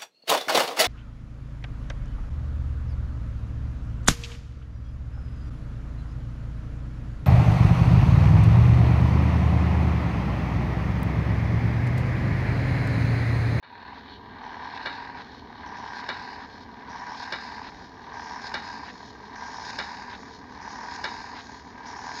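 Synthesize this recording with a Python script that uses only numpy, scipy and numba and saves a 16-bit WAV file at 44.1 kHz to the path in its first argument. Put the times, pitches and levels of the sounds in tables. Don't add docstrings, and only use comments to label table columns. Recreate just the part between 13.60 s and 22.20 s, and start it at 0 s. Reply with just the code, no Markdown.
import sys
import numpy as np
from scipy import signal
from scipy.fft import rfft, irfft
from scipy.io import wavfile
from scipy.ndimage import uniform_filter1d
from numba import njit

SR = 44100
rng = np.random.default_rng(int(sys.argv[2]) if len(sys.argv) > 2 else 0)


def output_pcm(signal):
    pcm = np.clip(np.atleast_2d(signal).T, -1, 1) * 32767
    wavfile.write(sys.argv[1], SR, np.round(pcm).astype(np.int16))


def boost_factor(decibels):
    exponent = np.asarray(decibels, float) / 20
    return 10 ** exponent


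N = 379260
GRID_HZ = np.maximum(np.arange(4097) * SR / 8192, 1)


def level(x, db):
    return x * boost_factor(db) / np.sqrt(np.mean(x ** 2))


def curve(table):
    s, *columns = np.transpose(table)
    return [np.interp(np.arange(N) / SR, s, column) for column in columns]


def on_cam(after_s):
    snap_s, slip_s = np.array(SNAPS).T[:, :, None]
    return snap_s + after_s + slip_s * (after_s < -.01)


def each_cycle(table):
    after_s, *columns = np.transpose(table)
    times = on_cam(after_s).ravel()
    return curve(np.transpose([times, *np.tile(columns, len(SNAPS))]))


def turned_db(s):
    start_db, turn_s = -20, 1.98
    return start_db * np.exp(-s / turn_s)


def walk(rate):
    k = int(SR / rate)
    steps = np.repeat(rng.standard_normal(N // k + 1), k)
    return 1.3 * uniform_filter1d(uniform_filter1d(steps, k), k)[:N]


def causal(x, log_gain):
    cepstrum = irfft(log_gain)
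    cepstrum[1:4096] *= 2
    cepstrum[4097:] = 0
    response = irfft(np.exp(rfft(cepstrum)))[:4096]
    return signal.oaconvolve(x, response)[:len(x)]


def colour(x, points):
    hz, db = np.transpose(points)
    gain_db = np.interp(np.log(GRID_HZ), np.log(hz), db)
    return causal(x, np.log(boost_factor(gain_db)))


def ring(x, modes):
    power = 1e-12
    for hz, width, db in modes:
        off = (2 * (GRID_HZ - hz) / width) ** 2
        power = power + boost_factor(db) ** 2 / (1 + off) / (1 + off / 9)
    return causal(x, np.log(power) / 2)


@njit
def sweep(x, hz, width):
    y, band, low = np.empty(len(x)), 0., 0.
    for i in range(len(x)):
        g, k = np.tan(np.pi * hz[i] / SR), width / hz[i]
        v = (band + g * (x[i] - low)) / (1 + g * (g + k))
        band, low, y[i] = 2 * v - band, low + 2 * g * v, k * v
    return y


def blows(times, db, contact, modes):
    shape = ring(contact, modes)
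    out = np.zeros(N + len(shape))
    gains = boost_factor(db) / np.max(np.abs(shape))
    for at, gain in zip((times * SR).astype(int), gains):
        out[at:at + len(shape)] += gain * shape
    return out[:N]


def teeth(turn, depth_db, scatter_db, flicker_db):
    teeth_hz = 2505
    hit = rng.random(N) < teeth_hz / SR
    size = rng.standard_normal(N) * boost_factor(scatter_db * rng.exponential(size=N))
    throb_db = depth_db * (np.cos(turn) + 0.9 * np.cos(2 * turn + 1.0)) + flicker_db * walk(25)
    return boost_factor(throb_db) * (hit * size + 0.21 * rng.standard_normal(N))


def high_teeth(turn, scatter_db):
    passes = np.diff(np.floor(turn / np.pi), prepend=0) > 0
    return passes * boost_factor(scatter_db * rng.standard_normal(N))


# (time from the snap [s], shell level [dB])
LOAD = [(-0.87, -48), (-.76, -47), (-0.74, -49), (-0.693, -51), (-0.48, -45), (-0.414, -41.5),
        (-.03, -41.5), (.345, -43.5), (0.39, -49)]
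# (time from the snap [s], level [dB])
STRAIN = [(-.85, -57.5), (-0.69, -54.5), (-0.662, -62), (-0.38, -57), (-0.17, -53), (-.08, -44),
          (-0.66, -51.5), (0.186, -50.5), (0.29, -56)]
# (frequency [Hz], width [Hz], level [dB])
SHELL = [(798, 130, -13.5), (802, 95, -7), (884, 47, -5), (965.3, 49, 0.9), (1006, 40, -6.5),
         (1137, 262, -8)]
# (frequency [Hz], width [Hz], level [dB])
WALLS = [(1563, 42, -5.5), (1491, 68, -3.5), (1597, 18, 5), (1698, 360, -2.5), (1860, 80, -13),
         (1910, 24, -19.5), (2290, 46, -11)]


def slow_gears(turn):
    (shell_db,), (strain_db,) = each_cycle(LOAD), each_cycle(STRAIN)
    walls_db = -2.5 + .3 * (strain_db - strain_db.mean())
    rattle = level(teeth(turn, depth_db=1.72, scatter_db=1.0, flicker_db=-0.1), 0)
    slow = rattle + level(high_teeth(turn, scatter_db=4.5), -9.5)
    shell = level(ring(slow, SHELL), -0.44)
    walls = boost_factor(walls_db) * level(ring(slow, WALLS), -0.46)
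    return boost_factor(shell_db) * (shell + walls)


# (time from the snap [s], gearbox level over the strain [dB])
ENGAGED = [
    (-.436, -3.5),
    (-.43, 2),
    (.36, 1),
    (.39, 0),
]
# (time from the snap [s], dip [Hz], gap resonance [Hz], its level [dB], pinion let through [dB])
OPENING = [(-.85, 2800, 5500, -3, -9), (-.436, 2370, 5700, -3, -17), (-.43, 2500, 5700, 5, -8.5),
           (-.33, 2600, 5600, 0, -11), (-0.5, 2500, 5800, 2, 2.5), (-.19, 2500, 5400, 3, -9.5),
           (-.06, 3300, 5200, -9, -11), (.13, 3100, 4900, -4, -12.5), (.3, 3300, 4700, 2, -10.5)]
# (frequency [Hz], width [Hz], level [dB])
LID = [(2560, 400, -8), (2880, 70, -8), (3027, 120, -6.5), (3380, 350, -6.5), (3760, 70, -2),
       (3920, 350, -5), (4206, 70, -2.5), (4290, 60, -1.5), (4400, 160, -7)]
# (frequency [Hz], width [Hz], level [dB])
GEARBOX = [(4750, 130, 1.5), (4930, 160, -1), (5070, 98, 5.5), (5280, 280, 0.5), (5480, 420, -8.5)]
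# (frequency [Hz], width [Hz], level [dB])
PINION = [(6080, 120, -4.5), (6636, 200, 1), (6940, 250, -6)]
# (frequency [Hz], width [Hz], level [dB])
AIR = [(7820, 340, -3.3), (9240, 460, -8), (8500, 900, -18)]
LID_TURN = 0.094


def quick_gears(turn):
    t = np.arange(N) / SR
    (strain_db,), (engaged_db,) = each_cycle(STRAIN), each_cycle(ENGAGED)
    dip_hz, gap_hz, gap_db, through_db = each_cycle(OPENING)
    box_db = strain_db + engaged_db + turned_db(t)
    lid_db = (LID_TURN - 1) * turned_db(t) - engaged_db
    pinion_db = through_db - engaged_db + 1.32 * (t - 3.0)
    quick = teeth(turn, depth_db=1.55, scatter_db=-0.3, flicker_db=1.34)

    lid = ring(quick, LID)
    lid = boost_factor(lid_db) * level(lid - 0.82 * sweep(lid, dip_hz, 700.), -0.53)
    flank = -.3 + (1.1 - -.3) * np.exp(-t / 2.5)
    lid = lid + flank * sweep(lid, np.full(N, 2980.), 1100.)

    box = level(ring(quick, GEARBOX), -1.4)
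    delayed = np.roll(quick, shift=573)
    gap = sweep(sweep(delayed, gap_hz, 730.0), gap_hz, 1200.)
    gap = boost_factor(gap_db) * level(gap, -3.5)
    pinion = boost_factor(pinion_db) * level(ring(quick, PINION), 1.5)
    air = level(ring(quick, AIR), -3.5)
    return boost_factor(box_db) * (lid + box + gap + pinion + air)


def gears():
    wheel_hz = 38.86 * (1 + .04 * walk(4.5))
    turn = 2 * np.pi * np.cumsum(wheel_hz) / SR
    idle = level(ring(rng.standard_normal(N), GEARBOX + PINION), -76.5)
    return slow_gears(turn) + quick_gears(turn) + idle


# (frequency [Hz], level per Hz [dB])
RUMBLE = [(13, -36.5), (22, -0.5), (27, -12.5), (57, -3), (70, 0), (155, -7), (247, 1.5), (285, -0.5),
          (330, -9.5), (440, -3.5), (547, -17), (670, -14.5), (700, -7), (910, -30), (1540, -120)]


def room():
    rumble = colour(rng.standard_normal(N), RUMBLE + [(1500, -50.0), (20000, -91.5)])
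    return boost_factor(-48 + walk(10) / 2) * level(rumble, 0)


# (frequency [Hz], rms level [dB])
WHINE = [(10998, -114), (11509, -112), (12021, -113), (12150, -104), (12279, -111), (12532, -102),
         (12662, -90.5), (12791, -109), (13173, -112), (15730, -116)]


def whine():
    t = np.arange(N) / SR
    tones = sum(boost_factor(db) * np.sqrt(2) * np.sin(2 * np.pi * hz * t) for hz, db in WHINE)
    skirt = level(ring(rng.standard_normal(N), [(11960, 470, 0)]), -100)
    hiss = level(rng.standard_normal(N), -93)
    awake = np.clip((t - .03) / 0.088, .1, 1)
    return awake * (tones * boost_factor(.7 * walk(4) - 1.0) + skirt + hiss)


# (time from the snap [s], shell peak [dB], walls over it [dB])
RISING = [(-.627, -41, -5), (-.586, -39, -7), (-.548, -39, -7), (-.489, -35, -7), (-.439, -33, -10),
          (-.423, -33, -5), (-.392, -32, -7), (-.364, -29, -6), (-.333, -33, -6), (-.304, -30, -11),
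          (-.289, -33, -10), (-.253, -31, -7), (-.227, -28, -7), (-.202, -28, -4), (-.185, -30, -8),
          (-.167, -33, -6), (-.12, -30, -3), (-.094, -30, -7), (-.084, -35, -2), (-.062, -35, -2),
          (-.047, -29, -7)]
# (time from the snap [s], shell peak [dB], walls over it [dB])
SINKING = [(-.004, -32, -14), (.035, -31, -4), (.101, -32, -6), (.127, -32, -4), (.148, -35, -6),
           (.164, -32, -5), (.2, -32, -9), (.233, -32, -10), (.256, -35, -3), (.294, -33, -8),
           (.348, -36, -2), (.49, -39, -7), (.565, -40, -5)]


def knocks():
    after_s, db, walls_db = np.transpose(RISING + SINKING)
    s = on_cam(after_s) - .0022
    db = db + 1 * rng.standard_normal(s.shape)
    heard = (s > 0) & (s < N / SR)
    s, db, walls_db = s[heard], db[heard], (db + walls_db)[heard]
    bump = np.r_[1., np.zeros(3000)]
    soft = ring(bump, [(941, 243, 0)])
    shell = blows(s, db - 1.0, soft, SHELL)
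    walls = blows(s, walls_db - 5.5, bump, WALLS)
    box = blows(s, db - 17 + 0.42 * turned_db(s), bump, LID + GEARBOX)
    return shell + walls + box


# (time [s], how far the linkage slipped ahead of the gears [s])
SNAPS = [
    (.0308, 0),
    (1.259, 0),
    (2.4897, 0),
    (3.7239, 0),
    (4.9417, .023),
    (6.1883, 0),
    (7.442, 0),
    (8.696, 0),
]
# (time after the snap [s], level [dB])
BOUNCES = [
    (0.014, -9.5),
    (0.038, -17.5),
]
# (frequency [Hz], width [Hz], level [dB])
ARM = [(1388, 37, -6), (1665, 170, -0.5), (1966, 42, -2.5), (2108, 37, -7), (2270, 96, -2.5),
       (2915, 99, -7.5), (3836, 240, -7.5), (3780, 12, -12.5), (4410, 22, -6)]


def snaps():
    crack_s, crack_rise_s, crack_lead_s = .0035, .0015, .0027
    rattle_t60_s, rattle_db = 0.26, -6
    s = np.array(SNAPS)[:-1, 0]
    db = np.full(len(s), -24.)
    db[0] += -5.5
    box_db = -6 + 1.24 * turned_db(s)

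    t = np.arange(14000) / SR
    push = np.exp(-t / crack_s) + boost_factor(rattle_db) * np.exp(-t * np.log(1000) / rattle_t60_s)
    for after_s, bounce_db in BOUNCES:
        push = push + boost_factor(bounce_db) * (t > after_s) * np.exp(-np.abs(t - after_s) / crack_s)
    contact = push * (1 - np.exp(-t / crack_rise_s)) * rng.standard_normal(len(t))
    bright = contact * np.exp(-t / 0.011)

    zones = ((SHELL + [(497, 400, -12)], -1.5), (WALLS, -6.0), (ARM, 1.5), (LID, -8.0))
    top = ((GEARBOX, box_db + 3.0), (PINION, box_db - 10.0), (AIR, box_db + 1.0))
    start_s = s - crack_lead_s
    body = sum(blows(start_s, db + zone_db, contact, modes) for modes, zone_db in zones)
    treble = sum(blows(start_s, db + zone_db, bright, modes) for modes, zone_db in top)
    return body + treble


# (time from the snap [s], level [dB])
SEATING = [
    (.27, -70.5),
    (.315, -46.5),
    (.365, -44.5),
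    (.385, -70.5),
]


def landing():
    chatter = teeth(0, depth_db=0, scatter_db=.8, flicker_db=1.2)
    rim = ring(chatter, [(1610, 1000, 4), (2950, 1700, -13), (3900, 960, -1.0), (5200, 470, -21.5)])
    (seating_db,) = each_cycle(SEATING)
    return boost_factor(0.33 * turned_db(np.arange(N) / SR) + seating_db) * level(rim, 0)


# (time [s], level [dB])
TICKS = [
    (3.7245, -66),
    (4.8954, -53),
    (6.1894, -64),
    (7.4426, -58),
    (7.7175, -61),
]


def electrical_ticks():
    clicks = np.zeros(N)
    for at_s, db in TICKS:
        clicks[int(at_s * SR)] += boost_factor(db)
    return clicks


def scene():
    return (gears() + room() + knocks() + snaps() + landing())[None]


# (frequency [Hz], level [dB])
MIC = [(20, -15), (45, 0), (6000, 0.5), (6900, -5.5), (7300, -16), (7600, -26.5), (8600, -29),
       (10000, -27.5), (20000, -59)]


def microphone(sound):
    t = np.arange(N) / SR
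    wake_db = -19.5 * np.exp(-t / 0.15) - 15 * (t < .027)
    ceiling = .25
    return colour(boost_factor(wake_db) * ceiling * np.tanh(sound / ceiling), MIC)


def band_limit(x):
    return signal.sosfilt(signal.butter(12, 15750, fs=SR, output="sos"), x)


def record(dry):
    mix = microphone(dry[0]) + electrical_ticks() + whine()
    return band_limit(mix[None])


dry = scene()
out = record(dry)
output_pcm(out)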